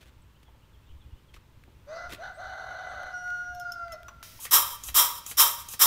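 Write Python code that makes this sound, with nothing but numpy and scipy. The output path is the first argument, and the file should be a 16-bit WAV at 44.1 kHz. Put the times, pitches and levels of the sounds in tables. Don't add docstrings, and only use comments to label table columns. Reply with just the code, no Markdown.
import sys
import numpy as np
from scipy import signal
from scipy.fft import rfft, irfft
from scipy.io import wavfile
from scipy.ndimage import uniform_filter1d

SR = 44100
rng = np.random.default_rng(int(sys.argv[2]) if len(sys.argv) > 2 else 0)


def unload_audio(sound):
    columns = np.transpose(np.atleast_2d(sound))
    steps = np.round(np.clip(columns, -1, 1) * 32767)
    wavfile.write(sys.argv[1], SR, steps.astype(np.int16))


N = 258426
TIME = np.arange(N) / SR
GRID_HZ = np.maximum(np.fft.rfftfreq(4096, 1 / SR), 1)


def undb(db):
    return 10 ** (np.asarray(db) / 20)


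def curves(table):
    times, *columns = np.transpose(table)
    return [np.interp(TIME, times, column) for column in columns]


def spectrum(points):
    hz, db = np.transpose(points)
    return undb(np.interp(np.log(GRID_HZ), np.log(hz), db))


def resonances(modes):
    peaks = [undb(db) / (1 + ((GRID_HZ - hz) / width) ** 2) for hz, width, db in modes]
    return np.sqrt(sum(peak ** 2 for peak in peaks))


def colour(x, gain):
    cepstrum = irfft(np.log(gain + 1e-9))
    half = len(cepstrum) // 2
    cepstrum[1:half] *= 2
    cepstrum[half + 1:] = 0
    response = irfft(np.exp(rfft(cepstrum)))[:half]
    return signal.fftconvolve(x, response / np.linalg.norm(response))[:N]


def noise():
    return rng.standard_normal(N)


def walk(rate):
    hold = max(int(SR / rate), 1)
    steps = np.repeat(noise()[:N // hold + 1], hold)
    return 1.3 * uniform_filter1d(steps, hold)[:N]


def ramp(start, length):
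    return np.clip((TIME - start) / length, 0, 1)


def fade(start, t60):
    return (TIME >= start) * np.exp(-np.log(1000) * np.clip(TIME - start, 0, 3 * t60) / t60)


def swells(table):
    return sum(undb(db) / (1 + ((TIME - at) / half) ** 4) for at, db, half in table)


def echoes(x, t60, wet_db, top_hz, delay=0.01):
    damping = signal.butter(1, top_hz, fs=SR, output="sos")
    tail = signal.sosfilt(damping, noise()) * fade(delay, t60)
    return undb(wet_db) * signal.fftconvolve(x, tail / np.linalg.norm(tail))[:N]


# (frequency [Hz], relative level [dB])
HUSH_EQ = [(59, -30), (100, 2.5), (193, -10.5), (662, -19.5), (721, -27), (872, -17.5), (1910, -24.5),
           (3190, -25.5), (4870, -32.5), (8460, -36), (10500, -39.5), (15000, -34.5), (16000, -44)]
WIND_EQ = [(12, 4), (20, -18), (39, 1), (59, 9.5), (136, -10), (231, -43.5), (259, -22), (300, -20.5),
           (390, -59), (660, -120)]
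# (time [s], level [dB], half length [s])
WIND_GUSTS = [(0.186, -49, .018), (0.633, -47.5, 0.01), (0.947, -45.5, 0.039), (1.069, -44, 0.025),
              (1.145, -38, 0.015), (1.37, -50.5, .04), (1.576, -49, 0.02), (2.083, -50, 0.052),
              (3.52, -52.5, 0.065), (4.9, -45, .06)]
def outdoors():
    drift_db = 0.4 * walk(3)
    hush = colour(noise(), spectrum(HUSH_EQ)) * undb(-60.5 + drift_db)
    breeze = undb(-58.5 + 2.5 * walk(22))
    return hush + colour(noise(), spectrum(WIND_EQ)) * np.hypot(breeze, swells(WIND_GUSTS))


def whistle(start, start_hz, end_hz, length, db):
    progress = ramp(start, length)
    hz = (start_hz + (end_hz - start_hz) * progress) * (1 + 0.018 * walk(250))
    return undb(db) * np.sin(np.pi * progress) * np.sin(2 * np.pi * np.cumsum(hz) / SR)


def twitter(start, length, count, centre_hz=3060):
    notes = 0
    for when, pitch, turn in rng.random((count, 3)):
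        start_hz = centre_hz * 1.4 ** (pitch - 0.5)
        end_hz = start_hz * 1.4 ** (np.sign(turn - 0.5) / 2)
        notes = notes + whistle(start + length * when, start_hz, end_hz, length=0.04, db=-69)
    return notes


# (time [s], start pitch [Hz], end pitch [Hz], length [s], relative level [dB])
THIN_CALLS = [(0.215, 8800, 7200, 0.017, -65.5), (2.33, 7380, 8900, 0.066, -62.5),
              (2.877, 7448, 9000, 0.052, -66), (3.16, 8600, 7200, 0.039, -69)]
# (start pitch [Hz], end pitch [Hz], length [s], relative level [dB])
UP_NOTE, DOWN_NOTE = (2600, 3380, 0.042, -66), (3520, 3000, 0.038, -63)
def songbirds(phrase_s=0.2735, answer_s=0.113, pitch_spread=0.072):
    phrases = 0.342 + phrase_s * np.arange(4)
    song = 0
    for start in phrases:
        for at, (start_hz, end_hz, length, db) in [(start, UP_NOTE), (start + answer_s, DOWN_NOTE)]:
            detune = 1 + pitch_spread * (rng.random() - 0.5)
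            song = song + whistle(at, detune * start_hz, detune * end_hz, length, db)
    song = song + twitter(phrases[1], 2 * phrase_s, count=14)
    song = song + sum(whistle(*call) for call in THIN_CALLS)
    return undb(-2) * (song + echoes(song, t60=0.6, wet_db=-10, top_hz=6000))


# (time [s], length [s], swell [s], pitch [Hz], relative level [dB], brightness [dB], beak peak [Hz])
HOARSE_SYLLABLES = [(1.864, .19, .14, 715, -41.5, 1, 4770), (2.18, 0.096, 0.057, 769.4, -40, 1.5, 3930),
                    (2.365, 0.74, .055, 758.8, -40, -2.5, 3924)]
def hoarse_controls(slack_hz=537.3, slack_bright_db=-25, sag_hz_per_s=35, relax_s=0.22):
    lanes = np.zeros((5, N))
    for k, (start, length, swell, top_hz, db, full_bright_db, beak_hz) in enumerate(HOARSE_SYLLABLES):
        since_end = np.maximum(TIME - start - length, 0)
        effort = ramp(start, swell) ** 0.7 * np.exp(-since_end / relax_s)
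        strain = effort ** 3
        pitch = slack_hz + (top_hz - slack_hz) * effort - sag_hz_per_s * length * ramp(start, length)
        attack_db = 20 * np.log10(ramp(start, 0.044) + 1e-3)
        release_db = -60 * since_end / 0.2
        slack_boost_db = 8.5 * (1 - strain)
        level_db = db + slack_boost_db + attack_db + release_db
        bright_db = slack_bright_db + (full_bright_db - slack_bright_db) * strain
        rough = 0.18 + 0.78 * strain
        syllable = [pitch, level_db, bright_db, np.full(N, beak_hz), rough]
        lanes = np.where((TIME >= start) | (k == 0), syllable, lanes)
    return lanes


# (time [s], pitch [Hz], relative level [dB], brightness [dB], beak peak [Hz])
HELD_NOTE = [(3.15, 721.5, -42, 6.5, 5770), (3.35, 718.5, -41.5, 8, 6070), (3.5, 716.1, -41.5, -4.5, 5550),
             (3.6, 709.3, -37, -15, 5260), (3.68, 702, -46, 9.5, 4980), (3.76, 694.4, -47, 3.5, 4850),
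             (3.84, 684, -46, 6, 4700), (3.87, 684.4, -41, -15, 4695), (3.92, 674, -42, 1, 4380),
             (3.945, 615.5, -34, -26, 4170)]
def crow_controls(lock_s=3.11, fray_s=3.89):
    hoarse = hoarse_controls()
    rough = 0.033 + 0.38 * ramp(fray_s, 0.094)
    clear = np.array(curves(HELD_NOTE) + [rough])
    return hoarse + (clear - hoarse) * ramp(lock_s, 0.032)


# (frequency [Hz], width [Hz], relative level [dB])
THROAT_FORMANTS = [(696, 184, -4), (1160, 354, -5), (1463, 181, 1.5), (2011, 28, 1), (2980, 51, -19.5),
                   (3860, 590, -26), (5880, 52, -15.5), (6290, 190, -21.5), (7400, 200, -36),
                   (9450, 2700, -44), (11570, 370, -42)]
def crow():
    pitch, level_db, bright_db, beak_hz, rough = crow_controls()
    hz = pitch * (1 + rough * (0.052 * walk(520) + 0.012 * walk(110)) + 0.0015 * walk(60))
    ratio = 3 / 4 + rough ** 2 * (0.12 + 0.05 * walk(200))
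    low_phase = 2 * np.pi * np.cumsum(hz * ratio) / SR
    phase = 2 * np.pi * np.cumsum(hz) / SR + (0.04 + 0.15 * rough) * np.sin(low_phase)
    orders = np.arange(3, 18)
    odd_gain = undb(-10.5 * (1.5 - rough))
    overtones = [np.cos(k * phase) * undb(2 * walk(22.03)) for k in orders]
    buzz = sum(odd_gain ** (k % 2) * tone for k, tone in zip(orders, overtones))
    buzz = buzz + sum(k / 30 * np.cos(k * low_phase) for k in orders)
    buzz_gain = undb(0.152 * bright_db * (2.5 - rough))
    pulses = np.cos(phase) + undb(bright_db) * np.cos(2 * phase) + buzz_gain * buzz
    growl = rough * np.cos(low_phase)
    rasp = (0.06 + 1.7 * rough) * noise()
    shake = undb(rough * (1.57 * walk(150) - 2.5))
    syrinx = (pulses * (1 + 0.35 * growl) + 0.59 * growl + rasp) * shake
    throat = resonances(THROAT_FORMANTS)
    voice = colour(syrinx, throat) * np.sqrt(2 * np.mean(throat ** 2))
    beak = sum(tone / (1 + ((k * pitch - beak_hz) / 330) ** 2) ** 2 for k, tone in zip(orders, overtones))
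    hiss_eq = resonances([(3750, 160, -2.5), (4138, 140, 4), (4470, 42, 0.5)])
    hiss = rough * colour(noise() * (1 + np.cos(phase)), hiss_eq)
    voice = voice + undb(-16 + 2 * rough) * buzz_gain ** 0.94 * beak + undb(-22.5) * hiss
    return voice * undb(level_db) * (1 - ramp(3.94, 0.03))


def rooster():
    voice = crow()
    yard = echoes(voice, t60=0.64, wet_db=-13, top_hz=4130, delay=0.023)
    thinned = signal.sosfilt(signal.butter(2, 1000, "high", fs=SR, output="sos"), voice)
    return voice + yard + echoes(thinned, t60=1.05, wet_db=-18.5, top_hz=6000, delay=0.3)


# (time [s], relative level [dB])
HANDLE_TICKS = [(1.6373, -52), (3.032, -45), (3.278, -49), (3.3033, -47), (3.8817, -50), (4.0315, -46.5),
                (4.2284, -38)]
# (time [s], level [dB], pitch [Hz], decay t60 [s])
DULL_KNOCKS = [(0.479, -59, 870, 0.1), (0.547, -60.5, 650, 0.14), (1.341, -49, 1990, 0.035),
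               (1.365, -53, 1300, 0.05), (1.678, -50, 293, 0.044), (4.084, -41.5, 1221, 0.07),
               (4.390, -48, 940, 0.078), (4.466, -40.5, 1930, 0.098)]
# (time [s], level [dB], half length [s])
SCUFF_CUES = [(0.024, -58, 0.015), (0.074, -63, 0.021), (0.433, -67, 0.0061), (1.344, -57, 0.005),
              (1.364, -60, 0.014), (2.098, -53, 0.0037), (2.132, -43.5, 0.021)]
# (frequency [Hz], relative level [dB])
SCUFF_EQ = [(88, -81), (150, -5), (361, -2), (1060, -10), (1210, -3.5), (1360, -5.5), (1480, -3),
            (3490, -4), (4860, -11), (16000, -20.5)]
def handling():
    snaps = sum(undb(db) * fade(at, 0.011) for at, db in HANDLE_TICKS) * noise()
    tick_eq = spectrum([(400, -19), (1500, 9.5), (3000, 4.5), (8000, -11), (15000, -10)])
    ticks = undb(3.5) * colour(snaps, tick_eq)
    knocks = 0
    for at, db, hz, t60 in DULL_KNOCKS:
        body = resonances([(hz, hz / 4, 0), (2 * hz, hz, -15)])
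        knocks = knocks + undb(db) * colour(noise() * fade(at, t60), body)
    grit = noise() * swells(SCUFF_CUES) * undb(3.2 * walk(500))
    return ticks + knocks + colour(grit, spectrum(SCUFF_EQ))


# (time [s], level [dB], pitch [ratio])
COUPLER_HITS = [(3.548, -43.5, 1.0), (3.598, -36.5, 0.966), (3.720, -33, 0.97), (3.921, -34.5, 0.97),
                (4.082, -43.5, 1.08)]
# (frequency [Hz], width [Hz], relative level [dB])
COUPLER_MODES = [(3280, 360, -10), (5510, 89, 9.5), (6780, 600, -8), (9800, 710, -15.5), (11600, 300, -12),
                 (12700, 257, -8), (14000, 300, -9), (15200, 200, -11)]
def coupler():
    clinks = 0
    for at, db, ratio in COUPLER_HITS:
        contact = fade(at, 0.019) + 0.24 * fade(at + 0.0053, 0.087)
        ring = resonances([(hz * ratio, width, mode_db) for hz, width, mode_db in COUPLER_MODES])
        clinks = clinks + undb(db) * colour(noise() * contact, ring)
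    return clinks


# (frequency [Hz], relative level [dB])
LEAK_EQ = [(200, -45), (800, -22), (1800, -4), (3500, -2), (4400, -3), (5500, 1), (7700, -7), (13000, -4),
           (15600, -5)]
def leak(trigger_s=4.228):
    flow = undb(-54.5) * ramp(trigger_s, 0.003) + undb(-49) * fade(trigger_s, 0.3)
    return colour(noise() * flow, spectrum(LEAK_EQ))


# (frequency [Hz], relative level [dB])
FILL_EQ = [(410, -40), (700, -13), (1110, -4), (2240, -26), (2530, -3.5), (4860, -9.5), (5840, -0.5),
           (10500, -0.5), (12200, 2), (15200, -2.5), (16000, -10)]
def power_stroke(exhaust_times, click_lead_s=0.106, knock_lead_s=0.0565):
    fill, clicks, knocks = 0, 0, 0
    for k, start in enumerate(exhaust_times):
        click, knock = start - click_lead_s, start - knock_lead_s
        push = ramp(click - 0.006, 0.0069) * (0.49 + 0.59 * ramp(click + 0.019, 0.044))
        fill = fill + push * undb(-800 * np.maximum(TIME - knock - 0.002, 0))
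        if k > 0:
            clicks = clicks + fade(click, 0.027)
        knocks = knocks + fade(knock, 0.058)
    valve_eq = resonances([(1140, 280, -6), (2980, 710, -8.5), (7030, 1000, 3.5), (12500, 11000, -10)])
    stop_eq = resonances([(1330, 620, 5.5), (3020, 2100, 4.5), (5950, 1700, -9)])
    air = undb(-37) * colour(noise() * fill, spectrum(FILL_EQ))
    valve = undb(-31.5) * colour(noise() * clicks, valve_eq)
    stop = undb(-36.5) * colour(noise() * knocks, stop_eq)
    return air + valve + stop


# (frequency [Hz], width [Hz], relative level [dB])
PASSAGE_MODES = [(585, 70, -16), (955, 58, 4.5), (1145, 62, 3.5), (1260, 50, -3), (1650, 250, -16),
                 (2550, 260, -21), (3150, 130, -9), (3355, 100, -9), (3630, 110, -8), (3870, 120, -13),
                 (4520, 83, -15)]
VENT_MODES = [(5220, 144, 1), (5595, 250, 1.5), (7250, 85, -0.5), (7600, 130, -2), (8110, 110, -3.5),
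              (9160, 26.4, 1.5), (11400, 31, -23), (12580, 106, 5), (12250, 60, -10), (12030, 140, 0),
              (14400, 59, -14), (14500, 67, 4), (15700, 33, -12), (15300, 110, -19)]
# (frequency [Hz], relative level [dB])
JET_EQ = [(120, -36), (300, -18.5), (700, -14), (1100, 0), (1600, -4), (2400, -8), (3700, 0.5),
          (4600, -12.5), (5500, -2), (6700, -4.5), (9000, -1.5), (11200, 0), (12500, 4.5), (15600, -0.5)]
def exhaust(exhaust_times):
    jet, port = 0, 0
    for start in exhaust_times:
        piston_return = ramp(start, 0.033) * (1 - ramp(start + 0.242, 0.021))
        opening = 0.232 * ramp(start, 0.00041) + 0.89 * ramp(start + 0.0028, 0.024) ** 1.185
        pressure = undb(-195 * np.maximum(TIME - start - 0.045, 0))
        jet = jet + undb(-14.5) * np.hypot(opening * pressure, undb(-27) * piston_return)
        slow_flow = ramp(start, 0.055) ** 1.3 * undb(-210 * np.maximum(TIME - start - 0.068, 0))
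        port = port + undb(-25.5) * np.hypot(slow_flow, undb(-24.5) * piston_return)
    flutter = undb(walk(160))
    vent = undb(-7) * colour(noise() * jet, resonances(VENT_MODES))
    rush = undb(-1.5) * colour(noise() * jet, spectrum(JET_EQ))
    passage = colour(noise() * np.hypot(port, undb(-16) * jet), resonances(PASSAGE_MODES))
    return flutter * (vent + rush + passage)


EXHAUST_CUES = [4.509, 4.943, 5.370, 5.793]
# (delay [s], signed gain [ratio])
PANEL_TAPS = [(.001156, -.14), (.00142, -.13), (.001555, .15), (.00204, -.08), (.0038, .15), (.0083, .2),
              (.0127, .2)]
def grease_gun():
    direct = exhaust(EXHAUST_CUES) + power_stroke(EXHAUST_CUES) + leak()
    return direct + sum(gain * np.pad(direct, (int(delay * SR), 0))[:N] for delay, gain in PANEL_TAPS)


def scene():
    gun = grease_gun() + coupler() + handling()
    yard = echoes(gun, t60=0.66, wet_db=-18, top_hz=3240)
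    return (gun + yard + rooster() + songbirds() + outdoors())[None]


def record(dry, top_hz=15650):
    return signal.sosfilt(signal.ellip(10, 0.2, 70, top_hz, fs=SR, output="sos"), dry)


dry = scene()
out = record(dry)
unload_audio(out)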